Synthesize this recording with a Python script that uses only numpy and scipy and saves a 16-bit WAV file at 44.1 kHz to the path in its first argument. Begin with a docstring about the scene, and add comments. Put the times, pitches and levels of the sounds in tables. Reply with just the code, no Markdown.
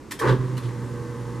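"""A deli slicer on a steel table starts up in a small room, close to a stereo pair of microphones.
Its switch clacks twice; the motor jolts the gears and housing as it runs up, the starting switch
clicks out, and it settles into a mains hum with the whirr of the gears and the hiss of the blade.
Low room tone lies underneath, and the bass sits a little towards the right microphone."""
import sys
import numpy as np
from scipy import signal
from scipy.fft import rfft, irfft
from scipy.io import wavfile

SR = 44100
rng = np.random.default_rng(int(sys.argv[2]) if len(sys.argv) > 2 else 0)


def materialize(psi):
    """Save the field psi as 16-bit PCM at rate SR to the path in sys.argv[1].

    A 1-D psi becomes a single channel; in a 2-D psi each row is a channel.
    """
    bounded = np.clip(np.atleast_2d(psi).T, -1, 1)
    quanta = np.round(bounded * 32767).astype(np.int16)
    wavfile.write(sys.argv[1], SR, quanta)


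N = 61739
T, HZ = np.arange(N) / SR, np.fft.rfftfreq(N, 1 / SR)
EARLY_HUM_HZ, MAINS_HUM_HZ, UP_TO_SPEED_S = 126.5, 120, .6


def amp(db):
    """Decibels to gain."""
    return 10 ** (np.asarray(db) / 20)


def unit(x):
    """Scales to rms 1."""
    return x / np.sqrt(np.mean(x ** 2) + 1e-20)


def read(points, hz):
    """Reads a table on a log-frequency axis."""
    f, value = np.transpose(points)
    return np.interp(np.log(hz + 1), np.log(f + 1), value)


def ramp(start_s, rise_s):
    """Rises from 0 to 1 and stays there."""
    return np.clip((T - start_s) / rise_s, 0, 1)


def drift(rate_hz):
    """Random wander of rms 1, mostly slower than rate_hz."""
    return unit(irfft(rfft(rng.standard_normal(N)) / (1 + (HZ / rate_hz) ** 4), N))


def mic_gains(hz):
    """Gains at the left and right microphones; the bass leans right."""
    # f/Hz, left minus right level/dB
    balance = [(30, -2), (120, -3.5), (330, -3), (700, -.4), (1400, .2), (12000, .2)]
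    return amp(np.array([[.5], [-.5]]) * read(balance, hz))


def colour(pair, db):
    """Shapes two unrelated noises into one stereo sound of rms 1 with the given spectrum."""
    # likeness of the two channels: f/Hz, correlation
    likeness = [(30, .75), (120, .97), (300, .94), (700, .82), (1400, .84), (2200, .95), (3200, .95),
                (5500, .83), (9500, .52), (13000, .05)]
    a, b = rfft(pair)
    like = read(likeness, HZ)
    mid, side = a * np.sqrt(1 + like), b * np.sqrt(1 - like)
    return unit(irfft(np.array([mid + side, mid - side]) * amp(db) * mic_gains(HZ), N))


def room_tone():
    """The steady, low background noise of the room."""
    # spectrum: f/Hz, level/dB
    spectrum = [(15, -40), (30, -10), (60, -4), (120, -1), (180, -6), (280, 1), (380, -3), (520, -11),
                (700, -20), (1000, -14), (1400, -20.5), (2000, -24), (3200, -31.5), (7400, -32.5),
                (13300, -43.5), (14800, -51)]
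    return amp(-41.5) * colour(rng.standard_normal((2, N)), read(spectrum, HZ))


def room_echo(x):
    """Diffuse tail off the walls of a small room, treble dying first."""
    # reverberation: f/Hz, t60/s
    decay = [(200, .35), (1500, .3), (5000, .25), (14000, .17)]
    hz, t, spectra = signal.stft(rng.standard_normal((2, N)), SR, nperseg=256)
    spectra *= amp(-60 * t / read(decay, hz)[:, None])
    tail = signal.istft(spectra, SR, nperseg=256)[1][:, :N]
    tail = colour(tail * ramp(.003, .004), 0) * (T < .5) / np.sqrt(N)
    return signal.fftconvolve(x, tail, axes=1)[:, :N]


def switches():
    """Each contact is a short crash of small metal parts, echoed by the room, with one brief ring."""
    # contacts: t/s, level/dB, tilt/(dB per octave), ring f/Hz, ring level/dB relative to the crash
    clicks = [(.1085, -28, -.3, 1980, -7), (.1165, -25.3, -.05, 1810, -6), (.1895, -30.5, -.8, 3200, -3.5),
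              (.1955, -26, -.7, 1740, 1.5), (.567, -38, -.7, 2900, -6), (.576, -33.7, -.4, 4100, -6),
              (.686, -40, -5, 1050, -3)]
    # crash spectrum before the tilt: f/Hz, level/dB
    spectrum = [(100, -30), (600, -15), (1050, 4), (1350, -1), (1800, 2), (2600, -3), (4000, -2.5),
                (6500, -6), (9000, -5.5), (12000, -7.5), (15000, -16)]
    crash_t60_s, ring_t60_s = .06, .085
    crashes, rings = np.zeros((2, N)), np.zeros(N)
    for start, db, tilt_db, ring_hz, ring_db in clicks:
        age = np.maximum(T - start, 0)
        strike = amp(db) * ramp(start, rise_s=.0045)
        crash = colour(rng.standard_normal((2, N)), read(spectrum, HZ) + tilt_db * np.log2(HZ + 1))
        crashes += strike * amp(-60 * age / crash_t60_s) * crash
        ring = np.sin(2 * np.pi * ring_hz * age + .5 * drift(120))
        rings += strike * amp(ring_db - 60 * age / ring_t60_s) * ring
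    return crashes + rings + amp(-6) * room_echo(crashes)


def motor_hum(cycles):
    """The motor's deep hum, throbbing and buzzier until it is up to speed."""
    # swell of the hum: t/s, relative level/dB
    swell = [(0.2, -50), (0.272, -22), (0.312, -16), (0.342, -18), (0.372, -31), (0.398, -23), (0.488, -29),
             (0.56, -25), (0.584, -27), (0.616, -39), (0.654, -26), (0.69, -26), (0.73, -36), (0.798, -29),
             (0.826, -33), (0.848, -30), (0.888, -37), (0.948, -32), (1.084, -36), (1.114, -33),
             (1.19, -38), (1.224, -31), (1.25, -34), (1.39, -33)]
    # overtones under starting load: harmonic number, level/dB relative to the hum
    overtones = [(2, -18), (3, -16), (4, -25)]
    throb_hz, throb_depth = 21, .3
    load = 1 - ramp(UP_TO_SPEED_S, .1)
    buzz = sum(amp(db) * (1 + .3 * drift(15)) * np.sin(2 * np.pi * (k * cycles + rng.random()))
               for k, db in overtones)
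    throbbing = ramp(.36, .02) * (1 - ramp(.52, .04))
    throb = throb_depth * throbbing * np.cos(2 * np.pi * throb_hz * (T - .405))
    level = amp(np.interp(T, *np.transpose(swell)) - .3) * ramp(.19, .02) * (1 + throb)
    return np.sqrt(2) * level * (np.sin(2 * np.pi * cycles) + load * buzz) * mic_gains(MAINS_HUM_HZ)


def gear_rattle(cycles, spectrum, pulsing):
    """Grainy tooth contacts ring the housing; the share `pulsing` bunches on each cycle of the hum."""
    # housing resonances: f/Hz, width/Hz, boost/dB
    resonances = [(334, 25, 3.5), (377, 20, 3), (445, 20, 5), (910, 25, 6), (1020, 30, 2.5), (1135, 45, 4),
                  (1510, 36, 4.5), (1650, 25, 5), (1970, 50, 3.5), (3250, 50, 4)]
    pulse_cycles, grain_db = .3, 1.3
    bunching = 1 - pulsing + pulsing * unit(np.exp(-(cycles % 1) / pulse_cycles))
    contacts = rng.standard_normal((2, N)) * bunching * amp(grain_db * drift(300))
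    housing_db = sum(db / (1 + (2 * (HZ - hz) / width) ** 2) for hz, width, db in resonances)
    return colour(contacts, read(spectrum, HZ) + housing_db)


def starting_jolt(cycles):
    """Torque shakes the table, the housing groans and growls, the gears chatter, rasp, then scrape."""
    # stages: start t/s, rise/s, hold/s, t60/s, level/dB, share pulsing with the hum (0-1)
    shudder = (.205, .08, .03, .85, -37.5, .1)
    groan = (.19, .075, .012, .23, -22, .3)
    growl = (.21, .1, .018, .23, -21, .35)
    chatter = (.209, .01, .08, .24, -24, .15)
    rasp = (.262, .026, .012, .2, -30, .2)
    scrape = (.62, .008, .035, .2, -50, .1)
    # their spectra: f/Hz, level/dB
    shudder_spectrum = [(15, -50), (26, -20), (34, -2), (40, 0), (55, -7), (80, -10), (130, -20),
                        (300, -50)]
    groan_spectrum = [(100, -35), (200, -15), (330, -3), (450, 0), (540, -4), (620, -11), (700, -23),
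                      (1200, -45), (4000, -70)]
    growl_spectrum = [(60, -35), (120, -15), (170, -5), (250, -7), (330, 0), (400, -1), (470, -7),
                      (560, -14), (700, -28), (1200, -50), (4000, -70)]
    chatter_spectrum = [(200, -35), (560, -18), (700, -25), (880, -4), (1130, 0), (1350, -12), (1550, -9),
                        (1950, -16), (2400, -24), (5000, -35), (9000, -38.5), (15000, -52)]
    rasp_spectrum = [(300, -30), (900, -10), (1550, 0), (2400, -15), (3400, -8), (4800, -16), (6500, -25),
                     (11000, -30), (15000, -43)]
    scrape_spectrum = [(500, -30), (2000, -8), (3000, 0), (4200, -2), (5500, -11), (11000, -14),
                       (15000, -30)]
    stages = [(shudder, shudder_spectrum), (groan, groan_spectrum), (growl, growl_spectrum),
              (chatter, chatter_spectrum), (rasp, rasp_spectrum), (scrape, scrape_spectrum)]
    out = np.zeros((2, N))
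    for (start, rise, hold, t60, db, pulsing), spectrum in stages:
        fade_db = -60 * np.maximum(T - start - rise - hold, 0) / t60
        out += ramp(start, rise) * amp(db + fade_db) * gear_rattle(cycles, spectrum, pulsing)
    return out


def whirr(cycles):
    """The running gears and blade, louder while the blade gathers speed and easing as the load falls."""
    # spectrum: f/Hz, level/dB
    spectrum = [(15, -55), (28, -30), (45, -13), (90, -8), (130, -2), (170, 3), (240, 0), (350, -1),
                (520, -6), (600, -12), (690, -22), (830, -11), (1130, -7), (1380, -18), (1620, -15.5),
                (2000, -18), (2300, -25), (3500, -30), (6500, -36), (10000, -44), (15000, -60)]
    start_s, rise_s, ease_s = .25, .08, .25
    load_db = 8 * np.exp(-np.maximum(T - start_s - rise_s, 0) / ease_s)
    return ramp(start_s, rise_s) * amp(-40.7 + load_db) * gear_rattle(cycles, spectrum, pulsing=.2)


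def blade():
    """The spinning blade hisses evenly; at full speed a thin whine comes and goes."""
    # airy hiss: f/Hz, level/dB
    spectrum = [(1000, -20), (2500, -2), (4000, -1), (6500, 0), (10000, -4), (13000, -10), (15000, -20)]
    # swell of the whine: t/s, level/dB
    swell = [(.7, -72), (.78, -55), (.84, -70), (1.05, -64), (1.11, -53), (1.17, -53), (1.22, -66),
             (1.32, -63), (1.35, -53), (1.39, -48)]
    whine_hz, flutter = 2015, .45
    whine_level = amp(np.interp(T, *np.transpose(swell))) * ramp(UP_TO_SPEED_S, .1)
    whine_level *= 1 + flutter * drift(25)
    hiss = amp(-57) * ramp(.28, .2) * colour(rng.standard_normal((2, N)), read(spectrum, HZ))
    return hiss + whine_level * np.sin(2 * np.pi * whine_hz * T + drift(20))


def running_tones():
    """Wavering shaft, gear and mains tones that come in as the speed settles."""
    # tones of the running machine: f/Hz, level/dB
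    partials = [(59.3, -53), (131, -47), (143, -45), (184, -51), (238.7, -45.5), (328.6, -49), (446.5, -53),
                (479.6, -42.5), (568, -56), (838, -58), (893, -57), (1022, -55), (1083, -56), (1265, -61),
                (1550, -60), (1787, -63)]
    waver = .22
    out = np.zeros((2, N))
    for hz, db in partials:
        level = amp(db) * mic_gains(hz) * (1 + waver * drift(8))
        out += level * np.sin(2 * np.pi * (hz * T + rng.random()) + waver * drift(8))
    return np.sqrt(2) * out * ramp(.52, .3)


def scene():
    """The deep tone starts slightly higher, then settles to the 120 Hz hum; the rattle pulses with it."""
    hum_hz = EARLY_HUM_HZ + (MAINS_HUM_HZ - EARLY_HUM_HZ) * ramp(UP_TO_SPEED_S, .02)
    cycles = np.cumsum(hum_hz) / SR
    return (room_tone() + switches() + motor_hum(cycles) + starting_jolt(cycles)
            + whirr(cycles) + blade() + running_tones())


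def record(dry):
    """The stereo pair: the left microphone leads slightly in phase, and the top treble is cut off."""
    # lead of the left microphone: f/Hz, phase/rad
    lead = [(30, .05), (120, .17), (330, .08), (1120, .22), (2240, 0), (8700, .2), (12600, .4)]
    cutoff_hz = 14800
    phase = np.array([[.5], [-.5]]) * read(lead, np.fft.rfftfreq(2 * N, 1 / SR))
    pair = irfft(rfft(dry, 2 * N) * np.exp(1j * phase))[:, :N]
    lowpass = signal.firwin(511, cutoff_hz, window=("kaiser", 9), fs=SR)
    return signal.oaconvolve(pair, lowpass[None], "same")


dry = scene()
out = record(dry)
materialize(out)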